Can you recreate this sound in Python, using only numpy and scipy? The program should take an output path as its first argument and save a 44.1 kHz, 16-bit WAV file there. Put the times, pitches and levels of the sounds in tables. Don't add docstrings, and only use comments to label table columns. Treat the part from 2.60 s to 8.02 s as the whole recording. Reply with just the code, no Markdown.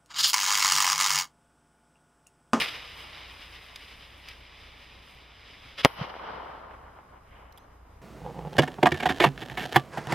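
import sys
import numpy as np
from scipy import signal
from scipy.fft import rfft, irfft, next_fast_len
from scipy.io import wavfile
from scipy.ndimage import map_coordinates

SR = 44100
rng = np.random.default_rng(int(sys.argv[2]) if len(sys.argv) > 2 else 0)


def wav_record(signal):
    frames = np.transpose(np.atleast_2d(signal))
    bounded = np.clip(frames, -1, 1)
    quanta = np.round(bounded * 32767).astype(np.int16)
    wavfile.write(sys.argv[1], SR, quanta)


N = 238889

# time_s, level_db
ENGINE_LEVELS = [(0, -58), (1.0, -55.5), (1.45, -58), (2.0, -54.5), (2.7, -61), (3.8, -56), (4.4, -58),
                 (4.7, -53.5), (5.42, -51.5)]
# multiple, level_db
ENGINE_ORDERS = [(1, -3.5), (2, 2.5), (3, -7.5)]
# peak_s, hiss_db, fizz_db, half_width_s
FLAME_SPURTS = [(.002, -25, -42, .003), (0.016, -24.5, -44, 0.0096), (.04, -32, -56, 0.011),
                (.088, -35.5, -61, .007), (.157, -41.5, -64, 0.013), (.41, -49, -64, .03),
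                (0.578, -49, -78, 0.038), (.83, -48.5, -70, 0.033), (.952, -48, -70, 0.021),
                (1.22, -51.5, -70, 0.058), (1.32, -50, -71, 0.028), (1.433, -53, -75, 0.028),
                (1.697, -47, -69, .035), (2.02, -55.5, -75, .055), (2.23, -54.5, -74, 0.045),
                (2.332, -56.5, -85, 0.045), (2.496, -63, -70, 0.055), (2.908, -52, -82, 0.063),
                (3.08, -53, -76, 0.065), (3.189, -35.5, -61, 0.0077), (3.205, -33.5, -58, .01),
                (3.242, -33.5, -59, 0.0067)]
# start_s, level_db, pitch_hz, swell_s
LOW_THUMPS = [(.004, -41, 150, 0.012), (3.3885, -37, 150, 0.0041), (3.4106, -23, 148, 0.0062)]
# delay_s, body_db, treble_db, rise_s, body_t60_s
LAND_STRETCHES = [(.03, -46.5, -47, .008, 1.5), (.185, -37.5, -40.5, .044, 0.37),
                  (.252, -37.5, -47, .009, 0.18), (.32, -46.5, -50, 0.03, 0.57),
                  (.44, -37.5, -49, .075, 2.42), (.66, -47, -59, 0.018, .7), (.87, -51, -58.5, .012, .3),
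                  (1.02, -50.5, -66, .02, 0.38), (1.134, -52, -62, .026, .2), (1.32, -53, -66, 0.053, 0.28),
                  (1.52, -58, -57, 0.069, 1.45), (1.6, -55.5, -68, 0.1, 4)]
# start_s, level_db, t60_s
SPARK_SNAPS = [(1.1595, -34, .021), (1.6862, -37.5, .026)]
# pitch_hz, level_db
SPARK_RING = [(2800, -3), (4830, -4)]
# start_s, gain_db, low_cut_hz, high_cut_hz, left_over_right_db
SLAPBACKS = [(3.2506, 7.5, 290, 6500, 5), (3.2558, 26.5, 140, 999, 1), (3.2576, 5.5, 499, 3200, -4.5),
             (3.2606, 16.5, 400, 760, 8), (3.2643, 6, 410, 631, -6), (3.27, .5, 440, 780, 6),
             (3.5412, 1.5, 700, 1150, 4), (3.5534, 0, 450, 800, -2), (3.5653, -0.5, 500, 1000, 0),
             (3.676, -4, 600, 1200, 3), (3.708, -3, 600, 1200, 2), (3.805, -10, 600, 1200, 0),
             (3.903, -8, 600, 1200, 2), (3.978, -7, 600, 1200, 0), (4.111, -11, 700, 1800, -2),
             (4.143, -8.5, 600, 1200, -2), (4.241, -14, 600, 1200, 0), (4.283, -14, 600, 1200, 0),
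             (4.3883, -13.5, 600, 1400, -0.5)]
# start_s, level_db, t60_s, pitch_hz, left_over_right_db
CLOSE_TICKS = [(4.9238, -55, .022, 4300, -10), (4.9245, -58, .02, 5750, -10),
               (4.9759, -46.5, .022, 3560, -7.5), (4.981, -52, .03, 3400, -7.5)]
# time_s, base_pitch_hz, level_db
SQUEAK_PATH = [(4.954, 2050, -78), (4.965, 1980, -73), (4.974, 1760, -79), (4.984, 1780, -79),
               (4.993, 1980, -74), (5.005, 2055, -78), (5.028, 2100, -77), (5.047, 2090, -79)]
# multiple, level_db
SQUEAK_HARMONICS = [(2, 0), (3, -1)]
# frequency_hz, relative_db
AIR_SPECTRUM = [(20, 0.5), (60, -.5), (100, -3), (170, -9.5), (350, -14), (1000, -14.5), (1500, -21),
                (2500, -26), (4000, -32.5), (7000, -39.5), (13000, -38.5), (15500, -50)]
HISS_SPECTRUM = [(180, -17), (280, -13), (380, -13), (520, -8.5), (850, -13), (1200, -5.5), (1500, -7.5),
                 (2100, -.5), (2450, 0), (2680, -2.5), (2950, 0), (3800, -4), (4300, -9), (5000, -10),
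                 (5700, -16), (6800, -29), (9300, -30), (15500, -50.5)]
FIZZ_SPECTRUM = [(4000, -25), (6500, -2), (7500, -7), (8300, 0), (9500, 2.5), (11000, -2.5), (12300, 1.5),
                 (13500, -4.5), (15500, -11)]
ROLL_BODY_SPECTRUM = [(60, -17), (150, -9), (280, -10), (480, -2.5), (750, 0.5), (1050, 2.5), (1400, -4),
                      (2000, -13), (3000, -32.5), (6000, -59.5)]
ROLL_TREBLE_SPECTRUM = [(900, -19.5), (1600, -7), (2150, -0.5), (2600, -5.5), (3020, 2), (3600, -9),
                        (4500, -11), (5000, -16.5), (5700, -16.5), (6500, -35), (15000, -48)]
SNAP_SPECTRUM = [(500, -28), (1500, 0), (2700, 8), (3700, -0.5), (5000, 0), (7000, -14.5), (9000, -16),
                 (12000, -12), (15500, -20)]
BLAST_SPECTRUM = [(20, 6), (90, 22), (170, 31), (600, 32), (1200, 29.6), (1600, 22.5), (2100, 31),
                  (3200, 26.5), (4600, 15), (6500, 5.5), (8000, -14.5), (10000, 6), (12300, -5.5),
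                  (15000, -4.5)]
# frequency_hz, correlation
SKY_LIKENESS = [(120, 0.98), (300, .9), (600, .58), (1100, .72), (1600, .87), (2200, 1), (3800, 1),
                (5200, .65), (8000, 0.2), (12000, .4)]
LAND_LIKENESS = [(130, .99), (300, 0.85), (600, .22), (1100, .42), (2300, 0.3), (3700, .1), (5300, 0),
                 (8000, -.2), (12000, .1)]
# pitch_hz, width_hz, gain_db
MIC_HOLLOW = [(4530, 330, -14), (4940, 150, 6.5)]
# frequency_hz, side_db
MIC_WIDTH = [(200, -1), (1700, 0), (2400, -2), (3100, -12), (3700, -2), (6000, 3.5), (8500, 2), (10400, -7),
             (12000, 0), (15000, 0)]

DISTANCE_M, APEX_M, BURST_S = 28, 83.5, 3.2488
GROUND_DB, GROUND_LAG_MS = -5.5, [6.5, 7]
LIFT_HISS_DB, LIFT_FIZZ_DB, LIFT_BODY_DB = -30, -42, -42
LIFT_T60_S, LIFT_FIZZ_T60_S = .66, .35
JET_DB, FIZZ_DB, JET_ROLL_DB = -46, -64.5, -63
FIZZ_END_S, FIZZ_DROP_DB = 1.82, 8.5
LIFT_ECHO_DB = -15
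SCATTER_BODY_DB, SCATTER_TREBLE_DB, SCATTER_T60_S = -21.5, -23.5, .065
TREBLE_LIFE = .7
AIR_TOP_HZ, TOP_HZ = 3700, 15900


def amp(db):
    return 10 ** (np.asarray(db) / 20)


def unit(x):
    return x / np.sqrt(np.mean(x ** 2) + 1e-20)


def clock():
    return np.arange(N) / SR


def along(points, hz):
    frequencies, values = np.transpose(points)
    return np.interp(np.log(hz + 1), np.log(frequencies + 1), values)


def curves(rows):
    times, *columns = np.transpose(rows)
    return [np.interp(clock(), times, column) for column in columns]


def wobble(rate):
    return map_coordinates(rng.standard_normal(int(N * rate / SR) + 4), [clock() * rate])


def fading(start_s, t60_s):
    age = clock() - start_s
    return (age >= 0) * amp(-60 * np.maximum(age, 0) / t60_s)


def swell(peak_s, half_width_s):
    return np.exp(-((clock() - peak_s) / half_width_s) ** 2 / 2)


def answer(peak_s, rise_s, t60_s):
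    return np.where(clock() < peak_s, swell(peak_s, rise_s), fading(peak_s, t60_s))


def together(gains):
    return np.sqrt(sum(gain ** 2 for gain in gains))


def filtered(x, response):
    size = next_fast_len(N + SR // 2)
    return irfft(rfft(x, size) * response(np.fft.rfftfreq(size, 1 / SR)), size)[..., :N]


def cut(x, order, hz, kind="lowpass"):
    return signal.sosfilt(signal.butter(order, hz, kind, fs=SR, output="sos"), x)


def rush(spectrum, likeness, grain_db, grain_rate):
    def mid_and_side(hz):
        angle = np.arccos(np.clip(along(likeness, hz), -1, 1)) / 2
        return amp(along(spectrum, hz)) * np.array([np.cos(angle), np.sin(angle)])
    grains = rng.standard_normal((2, N)) * amp(grain_db * wobble(grain_rate))
    mid, side = filtered(grains, mid_and_side)
    return unit(np.array([mid + side, mid - side]))


def shock(spectrum, size=4096):
    magnitude = amp(along(spectrum, np.fft.rfftfreq(size, 1 / SR)))
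    cepstrum = irfft(np.log(magnitude))
    fold = np.r_[1, np.full(size // 2 - 1, 2), 1, np.zeros(size // 2 - 1)]
    return irfft(np.exp(rfft(cepstrum * fold)))


def rough_ring(hz, age, rough):
    drift = rough * np.cumsum(rng.standard_normal(len(age)))
    return np.sin(2 * np.pi * hz * age + drift)


def panned(sound, pan_db):
    return amp([[pan_db / 2], [-pan_db / 2]]) * sound


def add(track, start_s, sound, pan_db=0):
    part = track[:, round(start_s * SR):][:, :len(sound)]
    part += panned(sound[:part.shape[1]], pan_db)


def far_engine(turn_hz=29.6, drift=.025):
    level_db, = curves(ENGINE_LEVELS)
    turns = np.cumsum(turn_hz * (1 + drift * wobble(4.5))) / SR
    drone = sum(amp(db + 2.5 * wobble(9)) * np.sin(2 * np.pi * order * turns)
                for order, db in ENGINE_ORDERS)
    return amp(level_db) * drone


def night_air():
    return amp(-55.5) * rush(AIR_SPECTRUM, LAND_LIKENESS, grain_db=1, grain_rate=15)


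def shell_range():
    height = APEX_M * (1 - (1 - clock() / BURST_S) ** 2)
    return np.hypot(DISTANCE_M, height)


def burning_tail(sputter_db=.37, fizz_sputter_db=.3, sputter_rate=10):
    t, sputter = clock(), wobble(sputter_rate)
    burning = np.clip((BURST_S - t) / .03, 0, 1)
    reach = burning * DISTANCE_M / shell_range()
    spent = np.clip((t - FIZZ_END_S) / .1 + .5, 0, 1)
    hiss_db = JET_DB + sputter_db * sputter + .7 * wobble(30)
    fizz_db = FIZZ_DB - FIZZ_DROP_DB * spent + fizz_sputter_db * sputter + 1.3 * wobble(22)
    hiss_gains = [reach * amp(hiss_db), amp(LIFT_HISS_DB) * fading(0, LIFT_T60_S)]
    fizz_gains = [reach * amp(fizz_db), amp(LIFT_FIZZ_DB) * fading(0, LIFT_FIZZ_T60_S)]
    for peak_s, spurt_hiss_db, spurt_fizz_db, half_width_s in FLAME_SPURTS:
        spurt = swell(peak_s, half_width_s)
        hiss_gains.append(amp(spurt_hiss_db) * spurt)
        fizz_gains.append(amp(spurt_fizz_db) * spurt)
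    hiss = together(hiss_gains) * rush(HISS_SPECTRUM, SKY_LIKENESS, grain_db=1.6, grain_rate=1200)
    fizz = together(fizz_gains) * rush(FIZZ_SPECTRUM, SKY_LIKENESS, grain_db=2, grain_rate=1300)
    return hiss + fizz


def ground_bounce(direct, cut_hz=1700):
    lag_s = np.interp(shell_range(), [DISTANCE_M, np.hypot(DISTANCE_M, APEX_M)], GROUND_LAG_MS) / 1000
    bounce = [np.interp(clock() - lag_s, clock(), channel, left=0) for channel in cut(direct, 1, cut_hz)]
    return direct + amp(GROUND_DB) * np.array(bounce)


def rolling_echo(lean_left_db=1.0, rattle_db=1.4, rattle_rate=110):
    def bright():
        return rush(ROLL_TREBLE_SPECTRUM, LAND_LIKENESS, grain_db=1.5, grain_rate=830)

    def answers(delay_s, rise_s, t60_s):
        lift = amp(LIFT_ECHO_DB) * answer(delay_s, rise_s, t60_s)
        return together([lift, answer(BURST_S + delay_s, rise_s, t60_s)])

    scatter, after_burst = fading(BURST_S, SCATTER_T60_S), clock() > BURST_S
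    body_gains = [amp(SCATTER_BODY_DB) * scatter,
                  amp(LIFT_BODY_DB) * fading(0, LIFT_T60_S),
                  amp(JET_ROLL_DB) * ~after_burst]
    treble = amp(SCATTER_TREBLE_DB) * scatter * bright()
    for delay_s, body_db, treble_db, rise_s, t60_s in LAND_STRETCHES:
        body_gains.append(amp(body_db) * answers(delay_s, rise_s, t60_s))
        through_air = cut(bright(), 4, min(AIR_TOP_HZ / np.sqrt(delay_s), TOP_HZ))
        treble += amp(treble_db) * answers(delay_s, rise_s, t60_s * TREBLE_LIFE) * through_air
    rattle = unit(amp(rattle_db * wobble(rattle_rate)))
    body = rattle * rush(ROLL_BODY_SPECTRUM, LAND_LIKENESS, grain_db=1.5, grain_rate=600)
    lean = amp(np.outer([1, -1], after_burst) * lean_left_db / 2)
    return (treble + together(body_gains) * body) * lean


def low_thumps():
    out = np.zeros(N)
    for start_s, db, hz, swell_s in LOW_THUMPS:
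        age = np.maximum(clock() - start_s, 0)
        rise = age / swell_s
        envelope = rise * np.exp((1 - rise ** 2) / 2)
        out += amp(db) * envelope * np.sin(2 * np.pi * hz * age)
    return out


def sparks(crack_db=1.5):
    out = np.zeros((2, N))
    age = np.arange(SR // 10) / SR
    for start_s, db, t60_s in SPARK_SNAPS:
        crack = np.convolve(rng.standard_normal(len(age)), shock(SNAP_SPECTRUM))[:len(age)]
        ring = sum(amp(level) * rough_ring(hz, age, rough=.11) for hz, level in SPARK_RING)
        add(out, start_s, amp(db - 60 * age / t60_s) * (amp(crack_db) * unit(crack) + ring))
    return out


def bang(near_top_hz=3800, far_top_hz=2200, lag_ms=.015):
    out = np.zeros((2, N))
    add(out, BURST_S, shock(BLAST_SPECTRUM))
    impulse = signal.unit_impulse(SR // 20)
    for start_s, db, low_cut_hz, high_cut_hz, pan_db in SLAPBACKS:
        slap = cut(impulse, 2, low_cut_hz, "highpass")
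        slap = cut(slap, 2, high_cut_hz)
        top_hz = np.interp(start_s - BURST_S, [0, .25], [near_top_hz, far_top_hz])
        slap = cut(slap, 4, top_hz)
        add(out, start_s, amp(db) * slap, pan_db)
    delays_s = np.array([[.5], [-.5]]) * lag_ms / 1000
    return filtered(out, lambda hz: np.exp(-2j * np.pi * hz * delays_s))


def stars():
    spectrum = [(6000, -30), (8500, -13), (10500, 0), (13000, -1), (15500, -14)]
    sizzle = rush(spectrum, SKY_LIKENESS, grain_db=3, grain_rate=1200)
    return (amp(-40) * fading(BURST_S, t60_s=.06) + amp(-61) * fading(BURST_S, t60_s=.9)) * sizzle


def ticks(overtone=3.36, overtone_db=-4, scratch_db=-13):
    out = np.zeros((2, N))
    age = np.arange(SR // 10) / SR
    for start_s, db, t60_s, hz, pan_db in CLOSE_TICKS:
        ring = rough_ring(hz, age, rough=.22)
        ring += amp(overtone_db) * rough_ring(overtone * hz, age, rough=.33)
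        scratch = amp(scratch_db) * rng.standard_normal(len(age))
        add(out, start_s, amp(db - 60 * age / t60_s) * (ring + scratch), pan_db)
    return out


def squeak(pan_db=-6, jitter=.014, flutter_db=3):
    hz, db = curves(SQUEAK_PATH)
    phase = 2 * np.pi * np.cumsum(hz * (1 + jitter * wobble(900))) / SR
    start_s, end_s = SQUEAK_PATH[0][0], SQUEAK_PATH[-1][0]
    gate = np.clip(np.minimum(clock() - start_s, end_s - clock()) / .003, 0, 1)
    tone = sum(amp(level) * np.sin(order * phase) for order, level in SQUEAK_HARMONICS)
    return panned(gate * amp(db + flutter_db * wobble(150)) * tone, pan_db)


def scene():
    climb = ground_bounce(burning_tail()) + sparks()
    close_by = ticks() + squeak()
    burst = bang() + stars()
    return climb + close_by + burst + low_thumps() + rolling_echo() + far_engine() + night_air()


def record(dry, low_cut_hz=48):
    def hollow(f):
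        return 1 + sum((amp(db) - 1) * 1j * f * width / (hz ** 2 - f ** 2 + 1j * f * width)
                       for hz, width, db in MIC_HOLLOW)
    left, right = np.clip(filtered(dry, hollow), -1, 1)
    mid = (left + right) / 2
    side = filtered((left - right) / 2, lambda hz: amp(along(MIC_WIDTH, hz)))
    thinned = cut(np.array([mid + side, mid - side]), 1, low_cut_hz, "highpass")
    return filtered(thinned, lambda hz: 1 / (1 + (hz / TOP_HZ) ** 80))


dry = scene()
out = record(dry)
wav_record(out)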